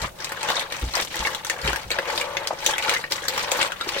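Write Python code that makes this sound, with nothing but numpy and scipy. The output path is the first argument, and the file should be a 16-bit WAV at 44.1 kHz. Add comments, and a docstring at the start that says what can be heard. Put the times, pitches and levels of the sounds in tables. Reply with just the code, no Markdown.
"""In a kitchen, just above the rim of a wide metal pot on a stove, a wooden spoon stirs wet mussels.
With each push the shells tumble, grate and clack, every impact exciting their inharmonic modes.
The pot echoes them, rings dully when knocked and resonates as the spoon sticks and slips on its floor.
A few deep bumps come through the stove, over a faint hiss and rumble."""
import sys
import numpy as np
from scipy import signal
from scipy.fft import rfft, irfft
from scipy.io import wavfile
from scipy.ndimage import uniform_filter1d

SR = 44100
rng = np.random.default_rng(int(sys.argv[2]) if len(sys.argv) > 2 else 0)


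def persist_wave(psi):
    """Save psi, clipped to +-1, as 16-bit WAV."""
    counts = np.round(np.clip(psi, -1, 1) * 32767).astype(np.int16)
    wavfile.write(sys.argv[1], SR, np.atleast_2d(counts).T)


N = 176400

# Spectrum of shell edges grating. Each row: frequency in Hz, gain in dB.
GRIT_COLOUR = [(1500, 4.5), (6000, -0.5), (8500, -5), (9600, -13), (12000, -12), (16000, -12)]
SHELL_CYCLES, RING_GAIN_DB = 33.8, 1   # periods to fall 60 dB; gain on clacks' and clinks' rings
NEAR_ECHO_DB = -4   # hard blows land on top of the heap, with less echo


def from_db(db):
    """Amplitude ratio of a level in decibels."""
    return 10 ** (np.asarray(db) / 20)


def rms_one(x):
    """Normalisation to unit power."""
    return x / np.sqrt(np.mean(x ** 2) + 1e-20)


def unit(x):
    """Normalisation to unit energy."""
    return x / np.sqrt(np.sum(x ** 2) + 1e-20)


def seconds(size):
    """Time axis of so many samples."""
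    return np.arange(size) / SR


def decay(t, t60):
    """Exponential damping: 60 dB down after t60 seconds."""
    return np.exp(-np.log(1000) * t / t60)


def cut(x, hz, kind, order=2):
    """Butterworth filtering: a flat passband, half power at the cutoff."""
    return signal.sosfilt(signal.butter(order, np.clip(hz, 10, .45 * SR), kind, fs=SR, output="sos"), x)


def coloured(x, points, size=4096):
    """Minimum-phase filtering, with a gain that follows (Hz, dB) points."""
    hz, db = np.transpose(points)
    grid = np.maximum(np.linspace(0, SR / 2, size // 2 + 1), 1)
    gain = from_db(np.interp(np.log(grid), np.log(hz), db))
    cepstrum = irfft(np.log(gain))
    cepstrum[1:size // 2] *= 2   # folding the cepstrum makes the filter causal
    cepstrum[size // 2 + 1:] = 0
    return signal.fftconvolve(x, irfft(np.exp(rfft(cepstrum))))[:len(x)]


def add(out, start, sound):
    """Superposition: a sound joins the mix at its start in seconds."""
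    i = max(int(start * SR), 0)
    out[..., i:i + sound.shape[-1]] += sound[..., :max(N - i, 0)]


def evened(x, size=2200):
    """Division by the running RMS holds a stereo texture near unit power and leaves its grain."""
    power = uniform_filter1d(uniform_filter1d(x.mean(0) ** 2, size), size // 2)
    return x / np.sqrt(np.maximum(power, 0) + power.mean() / 1000)


def stove_noise(level_db=-47.5):
    """Broadband noise: the stove's rumble is centred and its faint hiss spreads wide."""
    # Each row: frequency in Hz, gain in dB.
    spectrum = [(25, -7.5), (55, -6.5), (160, -4), (280, -15.5), (550, -7.5), (2000, -26), (16000, -29)]
    mid, side = (rms_one(coloured(rng.standard_normal(N), spectrum)) for _ in range(2))
    return from_db(level_db) * (mid + cut(side, 290, "high", order=1) * np.array([[1], [-1]]))


def contacts(per_s, spread_db):
    """A Poisson process of impulses, many small and a few large."""
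    occurs = rng.random(N) < per_s / SR
    strength = from_db(spread_db * np.minimum(rng.exponential(1, N), 3.5))
    return occurs * strength * rng.choice([-1, 1], N)


def shell(hz, cycles, overtones_db=0, size=3000):
    """Modal vibration: a struck shell's inharmonic modes each fall 60 dB in so many cycles."""
    # Each row: frequency as a multiple of the pitch, relative level in dB.
    modes = [(0.699, -18.5), (1, -5), (1.202, -9), (1.6, -13), (2.1, -16), (2.85, -16.5)]
    t, out = seconds(size), 0
    for ratio, db in modes:
        scatter = 0.076 * min(abs(ratio - 1) * 2, 1)   # shells differ in shape
        mode_hz = hz * ratio * np.exp(scatter * rng.normal())
        gain = from_db(db + overtones_db * (ratio != 1)) * rng.choice([-1, 1]) * (mode_hz < SR / 2)
        out = out + gain * np.sin(2 * np.pi * mode_hz * t) * decay(t, cycles / mode_hz)
    return unit(out)


def in_pot(x, echo_db=0, body_db=0, size=12000):
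    """Convolution with one spot's stereo response: direct sound, wall echoes, kitchen and pot modes."""
    # Modes of the loaded pot. Each row: frequency in Hz, relative level in dB, T60 in seconds.
    pot_modes = [(342.3, -18.5, 0.13), (495, -15.5, 0.08), (551.6, -14, 0.16), (867, -16.5, 0.048),
                 (1005, -22.5, 0.069), (1230, -22.5, 0.083)]
    t = seconds(size)
    walls = unit(decay(t, t60=0.023) * (t > .0007))
    kitchen = from_db(-2.5) * unit(decay(t, t60=0.096) * np.minimum(t * 100, 1))
    mid, side = from_db(echo_db) * (walls + kitchen) * rng.standard_normal((2, size))
    mid[0] += 1   # direct sound
    for hz, db, t60 in pot_modes:
        mid += from_db(db + body_db) * unit(np.sin(2 * np.pi * (hz * t + rng.random())) * decay(t, t60))
    side = from_db(1) * cut(side, 940, "high", order=1)   # only the treble is wide
    response = np.array([mid + side, np.roll(mid - side, 4)])   # the right lags by 4 samples
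    return signal.oaconvolve(x[None], response, axes=1)[:, :N]


def tumbling(pitches, cycles, impulses, colour):
    """Incoherent summation: random contacts excite many shells, each at its own spot in the pot."""
    out, struck = np.zeros((2, N)), rng.integers(len(pitches), size=N)
    for k, hz in enumerate(pitches):
        ring = shell(hz, cycles * min(hz / 1500, 1))   # low shells ring for fewer cycles
        voice = in_pot(coloured(ring, colour)) * np.sqrt(hz)
        for i in np.flatnonzero(impulses * (struck == k)):
            add(out, i / SR, impulses[i] * voice)
    return evened(out)


def clatter():
    """Impact excitation: whole shells roll over each other with short hollow rings."""
    # Each row: frequency in Hz, gain in dB.
    spectrum = [(260, -12.5), (350, -5), (410, -4.5), (720, -5), (1350, -1.5), (2200, -4.5), (4500, -12)]
    impacts = contacts(per_s=470, spread_db=3.5)
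    return tumbling(np.geomspace(480, 4400, 36), SHELL_CYCLES, impacts, spectrum)


def grit():
    """Friction: rough wet edges catch and slip in tiny, heavily damped high ticks."""
    slips = contacts(per_s=740, spread_db=6)
    return tumbling(np.geomspace(3000, 15000, 24), cycles=9.1, impulses=slips, colour=GRIT_COLOUR)


def stirring(clatter_gain_db=-4, grit_gain_db=-2.5):
    """Amplitude modulation: clatter and grit swell with each push of the spoon."""
    # Each row: time in seconds, relative clatter level in dB, relative grit level in dB.
    effort = [(0.0, -32.5, -34), (0.058, -26, -36), (0.135, -58, -63), (0.208, -34.5, -36),
              (0.39, -31.5, -48), (0.499, -24, -30), (0.613, -26, -34), (0.678, -37, -59.5),
              (0.739, -32, -37), (0.931, -39.5, -38.5), (0.954, -20.5, -37), (0.999, -24, -23.5),
              (1.091, -56, -39.5), (1.162, -28.5, -30), (1.27, -26, -35), (1.435, -39, -46.5),
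              (1.52, -29, -41), (1.599, -33, -45), (1.678, -22, -31.5), (1.894, -44, -48),
              (1.917, -25, -37), (2.049, -34, -44.5), (2.089, -23, -38), (2.21, -34, -30.5),
              (2.3, -37.5, -47), (2.45, -31, -48), (2.56, -39, -44), (2.707, -21.5, -27.5),
              (2.77, -30, -43), (2.85, -22.5, -35), (2.928, -22, -29), (3.094, -45, -54),
              (3.114, -31, -27.5), (3.214, -32, -40), (3.4, -27.5, -28), (3.5, -31, -37),
              (3.63, -21.5, -26.5), (3.75, -38, -57), (3.88, -32.5, -35), (4.0, -25, -36.5)]
    times, clatter_db, grit_db = np.transpose(effort)
    t = seconds(N)
    clatter_envelope = from_db(np.interp(t, times, clatter_db) + clatter_gain_db)
    grit_envelope = from_db(np.interp(t, times, grit_db) + grit_gain_db)
    return clatter_envelope * clatter() + grit_envelope * grit()


def bumps(hz=57.2, rise_s=0.018, size=14000):
    """Structure-borne sound: thuds come through the stove as a damped low oscillation with rumble."""
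    # Each row: start in seconds, relative level in dB.
    thuds = [(.01, -24), (.818, -16), (1.193, -26), (1.63, -20.5), (1.667, -24.5), (1.847, -30.5)]
    out, t = np.zeros(N), seconds(size)
    envelope = decay(t, t60=0.24) * np.minimum(t / rise_s, 1)
    for start, db in thuds:
        rumble = rms_one(cut(cut(rng.standard_normal(size), 124, "low"), 19, "high"))
        swing = np.sin(2 * np.pi * hz * t) + from_db(-5) * rumble
        add(out, start, from_db(db) * swing * envelope)
    return out


def blow(x, db, echo_db=0, span_s=0.01):
    """Equivalent level: one blow in the pot carries the energy of a steady db level over span_s."""
    heard = in_pot(x, echo_db)
    return heard * from_db(db) * np.sqrt(span_s * SR / np.sum(heard ** 2 / 2))


def clacks(crack_decay_s=.0004, crack_gain_db=7, size=1500):
    """Hard collision of shell on shell: brief contact gives a broadband crack, then the modes ring."""
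    # Each row: start in seconds, relative ring and crack levels in dB, shell pitch in Hz.
    collisions = [(0.018, -32.5, -48, 4100), (0.245, -32, -35, 3950), (0.32, -28.5, -41, 1480),
                  (0.43, -30.5, -35.5, 2470), (0.488, -24, -40, 1494), (0.502, -29, -30.5, 3660),
                  (0.595, -24.5, -41, 3520), (0.723, -27.5, -37.5, 1890), (0.953, -22, -40, 4940),
                  (1.1424, -29, -48, 1990), (1.2709, -22, -34.5, 1740), (1.348, -28, -36, 3340),
                  (1.448, -33.5, -34.5, 1380), (1.4678, -43, -37.5, 4300), (1.4983, -21.5, -28.5, 1810),
                  (1.677, -23, -40, 2740), (1.7315, -24.5, -42, 1540), (1.7598, -26.5, -34, 1630),
                  (1.9044, -25.5, -37, 2240), (1.915, -22.5, -42, 4000), (1.987, -21, -37.5, 1620),
                  (2.177, -23.5, -32.5, 3840), (2.369, -21.5, -36, 2145), (2.4729, -29, -30.5, 4750),
                  (2.6628, -17, -22.5, 6040), (2.7818, -24, -34, 2130), (2.8945, -25.5, -24.5, 2000),
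                  (2.9383, -22.5, -33.5, 1830), (3.121, -24, -28.5, 4530), (3.283, -25.5, -26.5, 4540),
                  (3.378, -25.5, -32.5, 1160), (3.517, -27.5, -25.5, 2240), (3.614, -21.5, -33, 2140),
                  (3.628, -23.5, -29, 2380), (3.72, -29, -36.5, 1390), (3.89, -34, -31, 2380)]
    out = np.zeros((2, N))
    for start, ring_db, crack_db, hz in collisions:
        burst = rng.standard_normal(size) * np.exp(-seconds(size) / crack_decay_s)
        crack = cut(coloured(burst, GRIT_COLOUR), 3280, "high", order=1)
        crack = cut(crack, 14100, "low", order=1)
        add(out, start, blow(shell(hz, SHELL_CYCLES), ring_db + RING_GAIN_DB, NEAR_ECHO_DB))
        add(out, start, blow(crack, crack_db + crack_gain_db, NEAR_ECHO_DB))
    return out


def knocks(gain_db=-5.5):
    """Heavy damping: the spoon or a shell strikes the pot with a dull, hollow note of a few cycles."""
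    # Each row: start in seconds, relative level in dB, pitch in Hz.
    strikes = [(.043, -21, 1060), (.501, -16, 805), (.826, -30.5, 394), (1.675, -21.5, 347),
               (1.985, -16.5, 523), (2.507, -15, 800), (2.528, -22, 674), (3.518, -18, 570),
               (3.59, -18, 844), (3.869, -24, 400), (3.961, -20, 590)]
    out = np.zeros((2, N))
    for start, db, hz in strikes:
        dull_ring = cut(shell(hz, cycles=6.4), 374, "high")
        add(out, start, blow(dull_ring, db + gain_db))
    return out


def scrapes():
    """Stick-slip friction: wood ploughs along the metal floor, each stroke swelling and fading."""
    # Each row: start in seconds, length in seconds, level at mid-stroke in dB.
    strokes = [(0.417, 0.12, -34), (1.915, 0.66, -33.5), (3.412, 0.263, -32)]
    t = seconds(N)
    slips = contacts(per_s=500, spread_db=1.0)
    rasp = cut(cut(slips, 448, "high", order=4), 1130, "low")
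    envelope = sum(from_db(db) * np.sin(np.pi * np.clip((t - start) / length, 0, 1))
                   for start, length, db in strokes)
    return envelope * evened(in_pot(rasp, body_db=2.5))   # the spoon drives the pot's modes directly


def clinks():
    """Free vibration: a shell that falls clear of the heap rings longer, almost on one note."""
    # Each row: start in seconds, relative level in dB, shell pitch in Hz.
    loose_shells = [(0.567, -23, 3730), (0.937, -28.5, 4260), (1.251, -20, 2200), (2.213, -22.5, 2327),
                    (2.736, -25, 3260), (2.881, -24.5, 1385), (2.964, -22.5, 2064), (3.04, -25, 1850),
                    (3.81, -25.5, 1374), (3.811, -26, 3850)]
    out = np.zeros((2, N))
    for start, db, hz in loose_shells:
        ring = shell(hz, cycles=65, overtones_db=-6)
        add(out, start, blow(ring, db + RING_GAIN_DB, NEAR_ECHO_DB))
    return out


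def scene(pan_db=1.59):
    """Superposition of all sources; a level difference between channels sets the pot slightly left."""
    pot = stirring() + clacks() + knocks() + scrapes() + clinks()
    return stove_noise() + pot * from_db([[pan_db], [-pan_db]]) + bumps()


def record(dry):
    """Soft saturation rounds the peaks, and a steep low-pass removes the highest treble."""
    low_pass = signal.ellip(10, .1, 80, 15900, fs=SR, output="sos")
    return signal.sosfilt(low_pass, np.tanh(dry))


dry = scene()
out = record(dry)
persist_wave(out)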